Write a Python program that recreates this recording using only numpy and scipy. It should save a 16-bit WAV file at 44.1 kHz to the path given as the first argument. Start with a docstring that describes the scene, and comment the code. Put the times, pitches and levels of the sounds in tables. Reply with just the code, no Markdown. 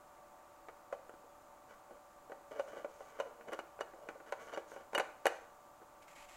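"""A metal adapter knocks and scrapes in a camera's mount, then bayonet and latch snap home.
Each knock is a hollow body thud, a casing clack and an edge tick; the scrapes are tiny slips shaking
the same parts. Lugs set the mount ringing, and small bright metal clicks end in the snap of the latch.
Fingertips glide on the shell, a sleeve drags over the table cloth at the end,
and a fan hums faintly under it all in a quiet room."""
import sys
import numpy as np
from scipy import signal
from scipy.fft import rfft, irfft
from scipy.io import wavfile

SR = 44100
rng = np.random.default_rng(int(sys.argv[2]) if len(sys.argv) > 2 else 0)


def digitize_waveform(pressure):
    """Quantize a signal to 16-bit integers and store it at the path in sys.argv[1].

    Rows of a 2-D input are taken as channels; values are limited to [-1, 1].
    """
    field = np.atleast_2d(pressure).T
    bounded = np.clip(field, -1, 1)
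    quanta = np.round(bounded * 32767).astype(np.int16)
    wavfile.write(sys.argv[1], SR, quanta)


N = 280476

# the adapter bumping in the mount:
# (time [s], relative level [dB], hardness: clack against thud [dB], depth: low-mode lift [dB])
KNOCKS = [(.685, -50, 3.5, 10), (.926, -33.5, -9, -4), (1.094, -50, -5, 27), (1.139, -54, -3, 33),
          (1.241, -56, -16, 25), (1.91, -48, -12, 15), (2.297, -45, -9.5, 7), (2.319, -43, -4, 11.5),
          (2.5957, -31, -8.5, -3), (2.732, -44, -9, 10), (2.77, -44, -11, 11), (2.846, -36, -9.5, 13.5),
          (3.006, -42, -10, -10), (3.189, -45, -5.5, 0), (3.2, -33, -3.5, 4), (3.258, -47, -14, 12),
          (3.41, -56, 1.5, 17), (3.485, -42.5, -5.5, 12), (3.534, -41, -7, 6), (3.59, -44.5, 4.5, 18),
          (3.79, -46, -5.5, 2), (3.808, -40, 2.5, 4), (3.935, -49, -6.5, 16), (4.088, -45.5, 3, 19),
          (4.155, -50, -16, -1), (4.202, -51, -3, 14), (4.323, -38.5, 1.5, -12), (4.53, -43, -8, 4),
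          (4.574, -36.5, -9, 10), (4.717, -46.5, -4.5, 18), (4.763, -43.5, -8, 1), (4.932, -44.5, 2.5, 23),
          (4.949, -30, -1.5, 6), (4.9785, -34, 2.5, 14), (4.998, -30, -0.5, 5.5),
          (5.2557, -28.5, -0.5, -11), (5.2665, -30, 0.5, 9), (5.817, -53, -5.5, 30)]
def knocks(size=6000):
    """The adapter hits the mount, then lands once more in a weaker rebound."""
    rebound_s, rebound_db, scatter = 0.009, -12, 0.206
    t, out = np.arange(size) / SR, np.zeros(N)
    for s, db, hardness_db, depth_db in KNOCKS:
        again = s + rebound_s * (1 + scatter * rng.uniform(-1.01, 1))
        add(out, s, contact(t, db, hardness_db, depth_db))
        add(out, again, contact(t, db + rebound_db, hardness_db, depth_db))
    return out


# modes of the hollow body and of the casing's panels: (frequency [Hz], level [dB], t60 [s])
BODY_MODES = [(248, -6.5, 0.013), (341, -10.5, 0.037), (411, -6.5, 0.031), (471.7, -2, 0.052),
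              (540.5, -1, 0.055), (578.5, 3, 0.036), (646, -10, 0.063), (772, -10.5, 0.065)]
PANEL_MODES = [(904.6, -5.5, 0.11), (1050, 4.5, 0.031), (1247, -2.5, 0.054), (1382, 0.5, 0.044),
               (1458.5, 8.5, 0.029), (1670, -10, 0.028), (1979, -6.5, 0.033), (2226, -1.5, 0.025),
               (2230, -25.5, 0.019)]
# dense, fast modes of the casing and of the hard edges that meet: (frequency [Hz], level [dB])
CLACK_EQ = [(40, -37), (150, -31.5), (400, -2), (800, 4.5), (1450, -7), (1750, -9.5), (2350, -10),
            (2800, -15.5), (3400, -23), (8000, -38)]
TICK_EQ = [(500, -25), (2500, 16), (3300, 0.5), (4200, 5.5), (5200, -4.5), (6300, 5.5), (8000, -0.5),
           (11500, -4.5), (16000, -38)]
def contact(t, thud_db, hardness_db, depth_db):
    """One hit in three layers: a thud in the body, a clack in the casing, a tick at the edge."""
    clack_db = thud_db + hardness_db
    tick_db = -67 + 1.48 * (clack_db + 46.5)  # the tick grows faster than the clack
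    body = ringing(BODY_MODES, t, depth_db=depth_db, detune=0.0098)
    body *= attack(t, 0.0031)  # the heavy body takes up the blow slowly
    thud = amp(thud_db - 3) * blow(radiated(body, cut_hz=354))
    casing = blow(colour(chatter(t, fast_s=0.0027, slow_s=0.0086, slow_db=-10), CLACK_EQ))
    panels = blow(ringing(PANEL_MODES, t, depth_db=2, detune=0.011) * attack(t, 0.00078))
    clack_hz = 2700 * amp(0.42 * hardness_db)  # dull bumps are darker than hard strikes
    clack = amp(clack_db - 1.5) * blow(cushioned(casing + amp(-3.5) * panels, clack_hz))
    edge = colour(chatter(t, fast_s=0.00052, slow_s=0.007, slow_db=-7.5), TICK_EQ)
    tick_hz = 8500 * amp(0.16 * (tick_db + 59))  # faint ticks are darker than loud ones
    tick = amp(tick_db) * blow(cushioned(edge, tick_hz))
    return thud + clack + tick


# small metal clicks: (time [s], level [dB])
CLICKS = [(1.094, -59), (3.532, -52), (3.591, -57), (4.3238, -59), (4.9493, -42), (4.983, -38),
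          (5.2673, -30.5)]
# their bright tone: (frequency [Hz], level [dB])
CLICK_EQ = [(200, -54), (1500, 27), (3000, 6), (5000, -21), (7800, 6), (11000, 1.5), (13000, -1.5),
            (16000, -15)]
def metal_clicks(size=3000):
    """Small bright metal clicks, the last and loudest being the latch snapping home."""
    t, out = np.arange(size) / SR, np.zeros(N)
    for s, db in CLICKS:
        force = chatter(t, fast_s=0.0024, slow_s=0.003, slow_db=-25)
        add(out, s, amp(db) * blow(colour(force, CLICK_EQ)))
    return out


# the bayonet lugs striking the mount: (time [s], level [dB])
LUG_HITS = [(2.5967, -59), (3.2, -51), (3.533, -56.5), (3.591, -57), (3.808, -51), (4.088, -70),
            (4.541, -52.5), (4.95, -36), (4.998, -47.5), (5.2557, -49), (5.2667, -40.5)]
# modes of the metal mount: (frequency [Hz], level [dB], t60 [s])
MOUNT_MODES = [(2882, -7.5, 0.048), (2980, -13.5, 0.038), (3720, -21.5, 0.038), (4430, -25.5, 0.029),
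               (4600, -19.5, 0.036), (5880, -17, .03), (7200, -20, 0.032)]
def mount_rings(size=4000):
    """Each lug sets the mount ringing, a metallic ping that blooms over a few milliseconds."""
    t, out = np.arange(size) / SR, np.zeros(N)
    for s, db in LUG_HITS:
        ring = ringing(MOUNT_MODES, t, depth_db=0, detune=0.0017) * attack(t, 0.0063)
        add(out, s, amp(db) * blow(ring))
    return out


# the parts sliding: (time [s], length [s], relative drag level [dB], relative hiss level [dB])
SLIDES = [(1.062, 0.14, -66, -95), (1.674, 0.058, -58.5, -65), (1.882, .09, -61, -79),
          (2.5, 0.076, -49.5, -63), (2.66, 0.16, -55.5, -65.5), (2.983, 0.25, -61.5, -67),
          (3.25, 0.2, -58.5, -76), (3.467, 0.066, -44.5, -66), (3.512, .018, -41.5, -47),
          (3.948, 0.21, -58.5, -80), (4.256, 0.044, -55, -60.5), (4.38, 0.14, -56, -61),
          (4.518, 0.062, -42.5, -53.5), (4.72, 0.088, -51.5, -65)]
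# the hiss of the rubbing surfaces: (frequency [Hz], level [dB])
SCRAPE_EQ = [(200, -26.5), (900, -18.5), (1150, 20.5), (1300, -4.5), (1490, 19.5), (1680, 9.5), (2000, 7.5),
             (2600, -4), (2950, 3.5), (3500, -8.5), (4300, -9), (5200, -9), (6500, -6), (8500, -16.5),
             (15000, -21.5)]
def sliding(size=4000):
    """Slips between the turning parts shake body and panels, hiss, and faintly ring the mount."""
    graze_s, graze_db = 0.01, -18.5  # the parts graze each other just before a knock
    grazes = [(s - graze_s, graze_s, db + graze_db, db + hardness_db + graze_db)
              for s, db, hardness_db, _ in KNOCKS]
    strokes = SLIDES + grazes
    drag_gain = stroked([(s, length, db) for s, length, db, _ in strokes])
    hiss_gain = stroked([(s, length, db) for s, length, _, db in strokes])
    slips = friction(per_s=770, spread_db=2.5, smooth=0.39)
    slips *= amp(2.5 * waver(per_s=39))  # the fingers press unevenly
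    t = np.arange(size) / SR
    damping = np.exp(-t / 0.048) * attack(t, 0.0014)  # pressing fingers shorten every ring
    rings = [ringing(modes, t, depth_db=5.5, detune=0.0059) * damping
             for modes in (BODY_MODES, PANEL_MODES, MOUNT_MODES)]
    body, panels, mount = (unit_rms(signal.fftconvolve(slips, ring)[:N]) for ring in rings)
    drag = amp(-2.5) * radiated(body, cut_hz=260) + amp(-28) * mount
    hiss = amp(3) * unit_rms(colour(slips, SCRAPE_EQ)) + panels
    return drag_gain * drag + hiss_gain * hiss


# short pulls of the sleeve: (time [s], length [s], relative level [dB])
SLEEVE_PULLS = [(6.01, 0.014, -57.5), (6.07, 0.059, -57.5), (6.15, 0.1, -56), (6.275, 0.077, -55.5)]
# the rustle of cloth on cloth: (frequency [Hz], level [dB])
CLOTH_EQ = [(10, 9), (28, 18), (60, -9), (300, -20), (900, 3), (1700, 1.5), (2300, 7.5), (2900, 1),
            (3500, -4), (6000, -7), (7400, -0.5), (9000, -12.5), (11500, -10), (15000, -26)]
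def sleeve():
    """The sleeve drags over the table cloth, catching and letting go as it moves."""
    rustle = rub(SLEEVE_PULLS, CLOTH_EQ, per_s=2500, spread_db=-1.5)
    return rustle * amp(2 * waver(per_s=83))


# fingertip glides: (time [s], length [s], relative level [dB])
GLIDES = [(2.6, 0.11, -68), (2.88, 0.23, -68.5), (4.4, 0.064, -65), (4.67, 0.075, -62.5)]
# the whisper of skin on the shell: (frequency [Hz], level [dB])
SKIN_EQ = [(1000, -5), (5200, -10.5), (6500, -1.5), (7400, -9.5), (8700, -11), (10000, -15), (15000, -23)]
def fingertips():
    """Skin ridges catch and slip on the camera's shell."""
    return rub(GLIDES, SKIN_EQ, per_s=1000, spread_db=3)


# the steady bed of air noise: (frequency [Hz], level [dB])
AIR_EQ = [(10, 0), (25, 1.5), (60, -3.5), (130, -5.5), (210, -4), (330, -0.5), (430, -4.5), (580, 4),
          (950, 3.5), (1250, 1.5), (1700, -8), (3200, -18), (5500, -20), (7100, -14.5), (9000, -21),
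          (15500, -23)]
# the fan's hum: (frequency [Hz], level [dB])
FAN_TONES = [(334, -82), (582, -68), (749, -71), (796, -108.5), (893, -71.5), (1165, -70.5)]
def fan():
    """Moving air under a few tones that waver in level and pitch."""
    hum = np.zeros(N)
    for hz, db in FAN_TONES:
        peak = np.sqrt(2) * amp(db + 0.81 * waver(per_s=6.2))
        pitch_hz = hz + 3.96 * waver(per_s=11.55)
        hum += peak * np.sin(2 * np.pi * np.cumsum(pitch_hz) / SR)
    return hum + amp(-62) * noise(AIR_EQ)


# the room's reverb time: (frequency [Hz], t60 [s])
ROOM_DECAY = [(150, 0.43), (600, 0.44), (1500, 0.49), (3000, 0.47), (7000, 0.5), (15000, 0.16)]
# early reflections off table and walls: (delay [s], gain [linear])
ECHOES = [(.0052, 0.023), (.0088, 0.023), (.0141, .12)]
def room(x, tail_db, size=256, count=3):
    """The direct sound, a few near echoes and a shifting diffuse tail whose top end dies first."""
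    fades_per_s = 9  # how fast the reverb tails crossfade, so no single pitch lingers
    out, now = x.copy(), np.arange(N) / SR
    for k in range(count):
        hz, t, bands = signal.stft(rng.standard_normal(SR // 2), SR, nperseg=size)
        decay = amp(-60 * t / curve_at(ROOM_DECAY, hz)[:, None])
        tail = signal.istft(bands * decay * attack(t, 0.023), SR, nperseg=size)[1]
        crossfade = np.sqrt(2 / count) * np.cos(np.pi * (fades_per_s * now + k / count))
        out += amp(tail_db) * signal.fftconvolve(x * crossfade, tail / np.linalg.norm(tail))[:N]
    for delay, gain in ECHOES:
        add(out, delay, gain * x)
    return out


def ringing(modes, t, depth_db, detune):
    """Dying sines; a broad push lifts the lows by depth_db, and each grip retunes the modes a little."""
    hz, db, t60 = np.transpose(modes)[:, :, None]
    weight, shift = rng.standard_normal((2, len(modes), 1))
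    db = db + 2 * weight + depth_db / (1 + (hz / 470) ** 10)
    return (amp(db - 60 * t / t60) * np.cos(2 * np.pi * hz * (1 + detune * shift) * t)).sum(0)


def chatter(t, fast_s, slow_s, slow_db):
    """The force of a contact: a quick rise, a sharp burst, then a weaker fading rattle."""
    decay = np.exp(-t / fast_s) + amp(slow_db) * np.exp(-t / slow_s)
    return rng.standard_normal(len(t)) * decay * attack(t, 0.00011)


def friction(per_s, spread_db, smooth):
    """Countless tiny slips of uneven size over a smooth hiss."""
    sizes = amp(spread_db * np.minimum(rng.exponential(1, N), 4)) * rng.choice([-1, 1], N)
    slips = sizes * (rng.random(N) < per_s / SR)
    return unit_rms(slips) + smooth * rng.standard_normal(N)


def rub(strokes, eq, per_s, spread_db):
    """Fibres or skin ridges catch and let go while a stroke lasts."""
    grain = colour(friction(per_s, spread_db, smooth=0.5), eq)
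    return amp(-4) * stroked(strokes) * unit_rms(grain)


def stroked(strokes, attack_s=0.018, release_s=0.016):
    """Gain envelope of strokes: each swells, holds and dies away."""
    t, gain = np.arange(SR) / SR, np.zeros(N)
    for s, length, db in strokes:
        release = np.exp(-np.maximum(t - length, 0) / release_s)
        add(gain, s, amp(db) * np.minimum(t / attack_s, 1) * release)
    return gain


def radiated(x, cut_hz):
    """A small object radiates almost no bass."""
    return signal.sosfilt(signal.butter(2, cut_hz, "highpass", fs=SR, output="sos"), x)


def cushioned(x, hz):
    """A longer, softer contact takes the top off a blow."""
    return signal.sosfilt(signal.butter(2, min(hz, SR / 3), fs=SR, output="sos"), x)


def colour(x, eq, size=4096):
    """Minimum-phase EQ, so that attacks stay sharp."""
    log_gain = np.log(amp(curve_at(eq, abs(np.fft.fftfreq(size, 1 / SR)))))
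    taps = np.fft.ifft(np.exp(np.conj(signal.hilbert(log_gain)))).real
    return signal.fftconvolve(x, taps[:size // 2])[:len(x)]


def curve_at(points, hz):
    """Points joined by straight lines over log frequency."""
    f, value = np.transpose(points)
    return np.interp(np.log(hz + 1), np.log(f + 1), value)


def noise(eq):
    """Steady coloured noise of rms 1."""
    return unit_rms(colour(rng.standard_normal(N), eq))


def waver(per_s):
    """A slow random curve of rms 1."""
    lowpass = np.exp(-(np.fft.rfftfreq(N, 1 / SR) / per_s) ** 2)
    return unit_rms(irfft(rfft(rng.standard_normal(N)) * lowpass, N))


def blow(x, size=441):
    """Scales a short sound to the energy of 10 ms at rms 1."""
    return x * np.sqrt(size / np.sum(x ** 2))


def attack(t, rise_s):
    return 1 - np.exp(-t / rise_s)


def amp(db):
    return 10 ** (np.asarray(db) / 20)


def unit_rms(x):
    return x / np.sqrt(np.mean(x ** 2) + 1e-20)


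def add(mix, s, sound):
    part = mix[round(s * SR):][:len(sound)]
    part += sound[:len(part)]


def scene():
    """A mono mix on both channels; the small steel parts face the listener and sound drier."""
    rustles = sleeve() + fingertips()
    handling = room(knocks() + sliding() + rustles, tail_db=-14.5)
    steel = room(mount_rings() + metal_clicks(), tail_db=-21)
    mono = handling + steel + fan()
    return np.array([mono, mono])


# each preamplifier's noise floor: (frequency [Hz], level [dB])
PREAMP_EQ = [(30, 3.5), (170, 9), (500, -8), (1500, -14), (5000, -6), (10000, 3), (15000, 7.5)]
def record(dry):
    """A trace of hiss and rumble in each channel, then a steep high cut."""
    floor = amp(-79) * np.array([noise(PREAMP_EQ) for _ in dry])
    high_cut = signal.firwin(511, cutoff=15880, window=("kaiser", 9), fs=SR)
    return signal.oaconvolve(dry + floor, high_cut[None], "same", axes=1)


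dry = scene()
out = record(dry)
digitize_waveform(out)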